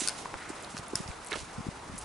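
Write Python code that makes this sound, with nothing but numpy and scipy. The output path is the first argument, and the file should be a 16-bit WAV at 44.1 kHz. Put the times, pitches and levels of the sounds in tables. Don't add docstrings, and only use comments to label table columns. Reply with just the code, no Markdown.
import sys
import numpy as np
from scipy import signal
from scipy.fft import rfft, irfft
from scipy.io import wavfile
from scipy.ndimage import uniform_filter1d

SR = 44100
rng = np.random.default_rng(int(sys.argv[2]) if len(sys.argv) > 2 else 0)


def generate_wav(sig):
    pcm = np.round(np.clip(np.atleast_2d(sig).T, -1, 1) * 32767).astype(np.int16)
    wavfile.write(sys.argv[1], SR, pcm)


N = 90184
BODY_PAN_DB, HISS_T60_S = 3.5, 0.013


def amp(db):
    return 10 ** (np.asarray(db, float) / 20)


def unit_rms(x):
    return x / np.sqrt(np.mean(x ** 2) + 1e-20)


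def over_frequency(points, hz):
    f, value = np.transpose(points)
    return np.interp(np.log(hz + 1), np.log(f + 1), value)


def over_time(points):
    return np.interp(np.arange(N) / SR, *np.transpose(points))


def band(f, hz, octaves):
    return np.exp(-(np.log2((f + 1) / hz) / octaves) ** 2)


def place(mix, start_s, sound, pan_db):
    at = round(start_s * SR)
    first = max(at, 0)
    sound = sound[max(-at, 0):][:N - first]
    mix[:, first:first + len(sound)] += amp([[pan_db / 2], [-pan_db / 2]]) * sound


def ring(modes, rise_s):
    t = np.arange(2600) / SR
    x = sum(amp(db - 60 * t / t60) * np.sin(2 * np.pi * min(hz, 15000) * t) for hz, db, t60 in modes)
    x *= 1 - np.exp(-t / rise_s)
    return x / abs(x).max()


def traffic_and_air():
    # frequency in Hz, relative level in dB.
    spectrum = [(12, -48), (20, -6.5), (81, -4), (378, -3), (431, -4), (955, -1), (1500, -5.5),
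                (1620, -9.5), (2000, -9), (3060, -14.5), (10100, -19), (11200, -27.5), (14600, -72),
                (22000, -120)]
    # time in seconds, relative level in dB.
    levels = [(0.0, -44), (0.67, -45.5), (2.04, -46.5)]
    # frequency in Hz, left-right correlation.
    likeness = [(60, 0.8), (170, 0.99), (500, 0.61), (1430, 0.65), (4110, 0.63), (11800, 0.56)]
    frames, hz = N // 128 + 5, np.fft.rfftfreq(512, 1 / SR)
    a, b, c, d, patches = rng.standard_normal((frames, 257, 5)).T
    patches_db = unit_rms(uniform_filter1d(uniform_filter1d(patches, size=8, axis=0), size=16, axis=1))
    flicker = unit_rms(uniform_filter1d(rng.standard_normal(frames), size=4))
    flicker_db = 1.57 * flicker * np.clip(hz / 5000, 0, 1)[:, None]
    same = over_frequency(likeness, hz)[:, None]
    left = a + 1j * b
    right = same * left + np.sqrt(1 - same ** 2) * (c + 1j * d)
    spectra = np.array([left * amp(-0.15), right * amp(0.15)]) * amp(patches_db + flicker_db)
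    noise = signal.istft(spectra, nperseg=512, noverlap=384)[1][:, :N]
    wash = irfft(rfft(noise) * amp(over_frequency(spectrum, np.fft.rfftfreq(N, 1 / SR))), N)
    return unit_rms(wash) * amp(over_time(levels) + 1)


def wind_rumble(cutoff_hz=73, likeness=0.95):
    # time in seconds, relative level in dB.
    gusts = [(0.0, -67), (0.04, -85), (1.95, -67.5), (2.04, -56.5)]
    hz = np.fft.rfftfreq(N, 1 / SR)
    left, other = rng.standard_normal((2, N))
    right = likeness * left + np.sqrt(1 - likeness ** 2) * other
    rumble = irfft(rfft([left, right]) * hz / (hz + 30) / (1 + (hz / cutoff_hz) ** 4), N)
    return unit_rms(rumble) * amp(over_time(gusts) + 8)


def stilt_scuffs(grains_per_s=9000, top_hz=11150):
    # start, rise and time to fade 30 dB in seconds, rms level at the crest in dB,
    # centre in Hz, half-width in octaves, pan in dB.
    drags = [(-.03, 0.037, 0.1, -32.5, 7300, 0.56, -8), (-.01, 0.019, 0.12, -36.5, 3020, 1.6, -4.5),
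             (0.031, 0.0055, 0.19, -37.5, 6100, 2.9, -9), (0.061, 0.037, 0.085, -41.5, 1560, 1.2, -1),
             (0.152, 0.033, 0.14, -45.5, 5750, 2.1, -8.5), (.34, 0.059, 0.95, -47, 1580, 0.86, -1),
             (.47, 0.03, 0.076, -48, 6960, 0.86, -6.5), (0.688, 0.017, 0.14, -49.5, 6700, 0.9, -4),
             (0.749, 0.032, 0.041, -44.5, 6140, 4.4, -7.5), (.955, 0.0023, 0.17, -41.5, 5670, 3.6, -6.5),
             (1.057, 0.034, 0.1, -53.5, 5500, 2, -14), (1.226, 0.12, 0.17, -54.5, 9600, 0.7, -1.1),
             (1.297, 0.016, 0.014, -40, 2480, 3.5, -8), (1.311, 0.0088, 0.031, -31, 1460, 0.95, -3.5),
             (1.327, 0.0079, 0.051, -36, 1650, 1.48, -4), (1.35, 0.0067, 0.056, -36, 905, 2.9, -7),
             (1.341, 0.049, 0.13, -43.5, 4730, 1.5, -4), (1.978, 0.0016, 0.038, -39, 9150, 0.82, 1),
             (1.984, 0.0028, 0.017, -35.5, 9800, 0.28, -2), (2.01, 0.0024, 0.067, -44.5, 8000, 2.5, -2)]
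    mix = np.zeros((2, N))
    t, f = np.arange(16384) / SR, np.fft.rfftfreq(16384, 1 / SR)
    for start, rise, fade, db, hz, octaves, pan_db in drags:
        hit, size, sign = rng.random((3, len(t)))
        grain_db = -2.2 * np.log(size + 0.0023)
        grains = (hit < grains_per_s / SR) * amp(grain_db) * np.sign(sign - 0.5)
        grit = unit_rms(irfft(rfft(grains) * band(f, hz, octaves) * np.exp(-(f / top_hz) ** 40)))
        envelope = np.minimum(t / rise, 1) ** 2 * amp(db - 30 * np.maximum(t - rise, 0) / fade)
        place(mix, start, grit * envelope, pan_db)
    return mix


def microphone_thumps(dc_removal=0.87):
    # centre in seconds, gain in dB, pitch in Hz, half-length in cycles, pan in dB.
    thumps = [(.0208, -30, 293, 0.91, -1.5), (0.054, -38, 294, 0.88, -1), (0.357, -33.5, 81, 0.26, 0),
              (0.5047, -29.5, 317, 0.96, -.5), (0.3418, -41.5, 370, 2.2, 1),
              (0.7485, -33.5, 215, 0.72, 1.5), (0.797, -32.5, 91, 0.27, -2.4), (.936, -24, 358, 0.77, -2),
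              (0.9558, -33.5, 136, 0.61, -1), (1.001, -35, 267, 0.56, 10), (1.0069, -28, 196, 0.59, -5),
              (1.065, -37.5, 89, 0.42, 0), (1.09, -33.5, 137, 0.5, 0), (1.103, -30.5, 74, 0.35, 0.5),
              (1.3238, -32, 395, 1.8, -1), (1.333, -32.5, 430, 0.8, -3), (1.3595, -29, 427, 0.62, -1),
              (1.3729, -33, 325, 0.34, 3), (1.384, -43.5, 64.6, 0.65, -2), (1.421, -42.5, 68.6, 0.98, -2),
              (1.435, -41.5, 134, 0.92, 1), (1.5848, -29.5, 166, 0.66, 0),
              (1.5932, -31.5, 145, 0.26, -15.5), (1.6076, -31, 167, 0.51, 8),
              (1.6692, -25.5, 226, 0.4, 5.5), (1.689, -22.5, 141, 0.35, 5.5), (1.8995, -32, 192, 0.43, 5),
              (1.926, -38, 82.5, .6, .5), (1.941, -39, 230, 1, -7), (1.951, -36, 202, 0.51, 9)]
    mix, t = np.zeros((2, N)), np.arange(-900, 900) / SR
    for centre, db, hz, cycles, pan_db in thumps:
        skew_cycles = 0.084 * rng.uniform(-1.76, 1)
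        at = round(centre * SR) - 900
        for port, side in enumerate((1, -1)):
            phase = t * hz + side * skew_cycles
            bump = np.exp(-(phase / cycles) ** 2)
            pulse = -np.sin(2 * np.pi * phase + 0.82) * bump
            pulse -= dc_removal * bump * pulse.sum() / bump.sum()
            mix[port, at:at + len(t)] += amp(db + side * pan_db / 2) * pulse[:N - at]
    return mix


def camera_snaps(main_hz=5200, rise_s=0.0007):
    # time of the peak in seconds, level in dB,
    # lift of the modes in dB per octave away from main_hz.
    snaps = [(0.0758, -9.5, 3), (0.086, -8, 2), (0.0941, -17, -1), (0.104, -30, -12)]
    # frequency in Hz, relative level in dB, T60 in seconds.
    body_modes = [(2600, -15, .003), (3600, -16, .010), (4400, -7, .011), (4750, -10, .008),
                  (5170, -6, .011), (6020, -11, .012), (6650, -12, .008), (7600, -13, .005),
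                  (8780, -1, .0065), (9900, -10, .005), (10650, -9, .004)]
    mix, t = np.zeros((2, N)), np.arange(-300, 2300) / SR
    swell, after = np.exp(np.minimum(t, 0) / rise_s), np.maximum(t, 0)
    low_mode = amp(-24.5) * ring([(1473, 0, 0.023)], rise_s=0.00053)
    for peak_s, db, lift_db in snaps:
        body = sum(amp(mode_db + lift_db * abs(np.log2(hz / main_hz)) - 60 * after / t60)
                   * np.sin(2 * np.pi * hz * t) for hz, mode_db, t60 in body_modes)
        hiss = amp(-20 - 60 * after / HISS_T60_S) * np.diff(rng.standard_normal(len(t)), prepend=0)
        place(mix, peak_s + t[0], amp(db) * swell * (body / abs(body).max() + hiss), BODY_PAN_DB)
        place(mix, peak_s, amp(db) * low_mode, BODY_PAN_DB / 2)
    return mix


def camera_ticks(rise_s=0.0007):
    # start in seconds, relative level in dB, pitch in Hz, pan in dB.
    ticks = [(0.1882, -38.5, 6850, -11), (0.4926, -39.5, 7900, -14), (0.625, -36.5, 9170, 0),
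             (0.6335, -40.5, 7800, -14), (0.646, -36, 3940, -4.0), (0.767, -32, 6100, 2),
             (0.7776, -33, 5000, 6), (.7853, -31, 5030, 1), (0.7934, -39.5, 8000, 0),
             (0.882, -34.5, 9700, -2), (0.9857, -47, 3190, -7), (1.077, -35, 4940, -8),
             (1.2464, -36, 9300, -1.0), (1.263, -35.5, 8250, -3), (1.2706, -35, 8850, 4),
             (1.285, -35, 7400, 2), (1.4043, -44, 6400, 12.5), (1.9575, -44, 9200, -13)]
    mix = np.zeros((2, N))
    t, f = np.arange(2600) / SR, np.fft.rfftfreq(2600, 1 / SR)
    for start, db, hz, pan_db in ticks:
        colour = (0.2 + band(f, hz, octaves=0.3)) * f / (f + 2000)
        hiss = unit_rms(irfft(rfft(rng.standard_normal(len(t))) * colour))
        envelope = np.minimum(t / rise_s, 1) * amp(db - 0.5 - 60 * t / HISS_T60_S)
        place(mix, start, hiss * envelope, pan_db)
    return mix


def stilt_clops(crunch_db=-29, crunch_t60_s=0.013):
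    # start in seconds, peak in dB, pitch in Hz, T60 in seconds,
    # gain of the upper modes in dB, pan in dB.
    landings = [(0.2571, -26, 1040, 0.022, -6.5, 0), (0.3414, -21.5, 940, 0.0084, 4, 0),
                (0.7693, -24, 1430, 0.0036, -3, 0), (1.114, -35, 2320, 0.0098, -2, -5),
                (1.3189, -31, 2090, 0.0043, -1, -8), (1.3209, -23.5, 1600, 0.012, 3, -8),
                (1.329, -23, 3780, 0.0096, -8, -6.5), (1.3328, -38, 1980, 0.0017, 0, -2),
                (1.3358, -28.5, 1720, 0.018, -17, -11), (1.342, -29.5, 1270, 0.017, -20, -2.2),
                (1.3565, -29.5, 860, 0.0053, -11, 1)]
    # multiple of the pitch, relative level in dB.
    tip_modes = [(1.55, 2.5), (2.3, 1.5), (3.5, -7)]
    mix, t = np.zeros((2, N)), np.arange(600) / SR
    for start, db, hz, t60, upper_db, pan_db in landings:
        crunch = rng.standard_normal(len(t)) * amp(crunch_db - 60 * t / crunch_t60_s)
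        upper = [(k * hz, mode_db + upper_db, t60 / k ** 2) for k, mode_db in tip_modes]
        tip = ring([(hz, 0, t60)] + upper, rise_s=0.00017)
        clop = np.convolve(tip, np.r_[1, crunch])
        place(mix, start, amp(db) * clop / abs(clop).max(), pan_db)
    return mix


def camera_ping(start_s=0.9549, rise_s=0.0002, hold_s=0.0024, t60_s=0.0069, sag_db_per_s=2000):
    # frequency in Hz, relative level in dB.
    part_modes = [(1540, -13), (3600, -27), (4500, -17), (5200, 0), (6780, -12), (8900, -8), (10100, -7)]
    mix, t = np.zeros((2, N)), np.arange(1200) / SR
    tone = sum(amp(db) * np.sin(2 * np.pi * (hz * t + rng.random())) for hz, db in part_modes)
    hiss = amp(0.5) * unit_rms(np.diff(rng.standard_normal(len(t) + 1)))
    attack = (1 - np.exp(-t / rise_s)) ** 2
    fall_db = sag_db_per_s * t + 60 * np.maximum(t - hold_s, 0) / t60_s
    place(mix, start_s, (tone + hiss) * attack * amp(-18.5 - fall_db), BODY_PAN_DB)
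    return mix


def yard_scatter(direct, level_db=-18, t60_s=0.39):
    t = np.arange(6000) / SR
    tail = rng.standard_normal((2, len(t))) * amp(-60 * t / t60_s) * (t > 0.003)
    return amp(level_db) * signal.fftconvolve(direct, tail / np.linalg.norm(tail[0]), axes=1)[:, :N]


def scene():
    direct = stilt_clops() + stilt_scuffs() + camera_snaps() + camera_ticks() + camera_ping()
    return direct + yard_scatter(direct) + microphone_thumps() + wind_rumble() + traffic_and_air()


def record(dry):
    hz, top_hz = np.fft.rfftfreq(2 * N, 1 / SR), 13200
    response_db = np.interp(hz, [11100, 11350, top_hz], [0, -22, -46])
    dulled = irfft(rfft(dry, 2 * N) * amp(response_db))[:, :N]
    low_pass = signal.firwin(511, top_hz, window=("kaiser", 9), fs=SR)
    return signal.oaconvolve(dulled, low_pass[None], "same")


dry = scene()
out = record(dry)
generate_wav(out)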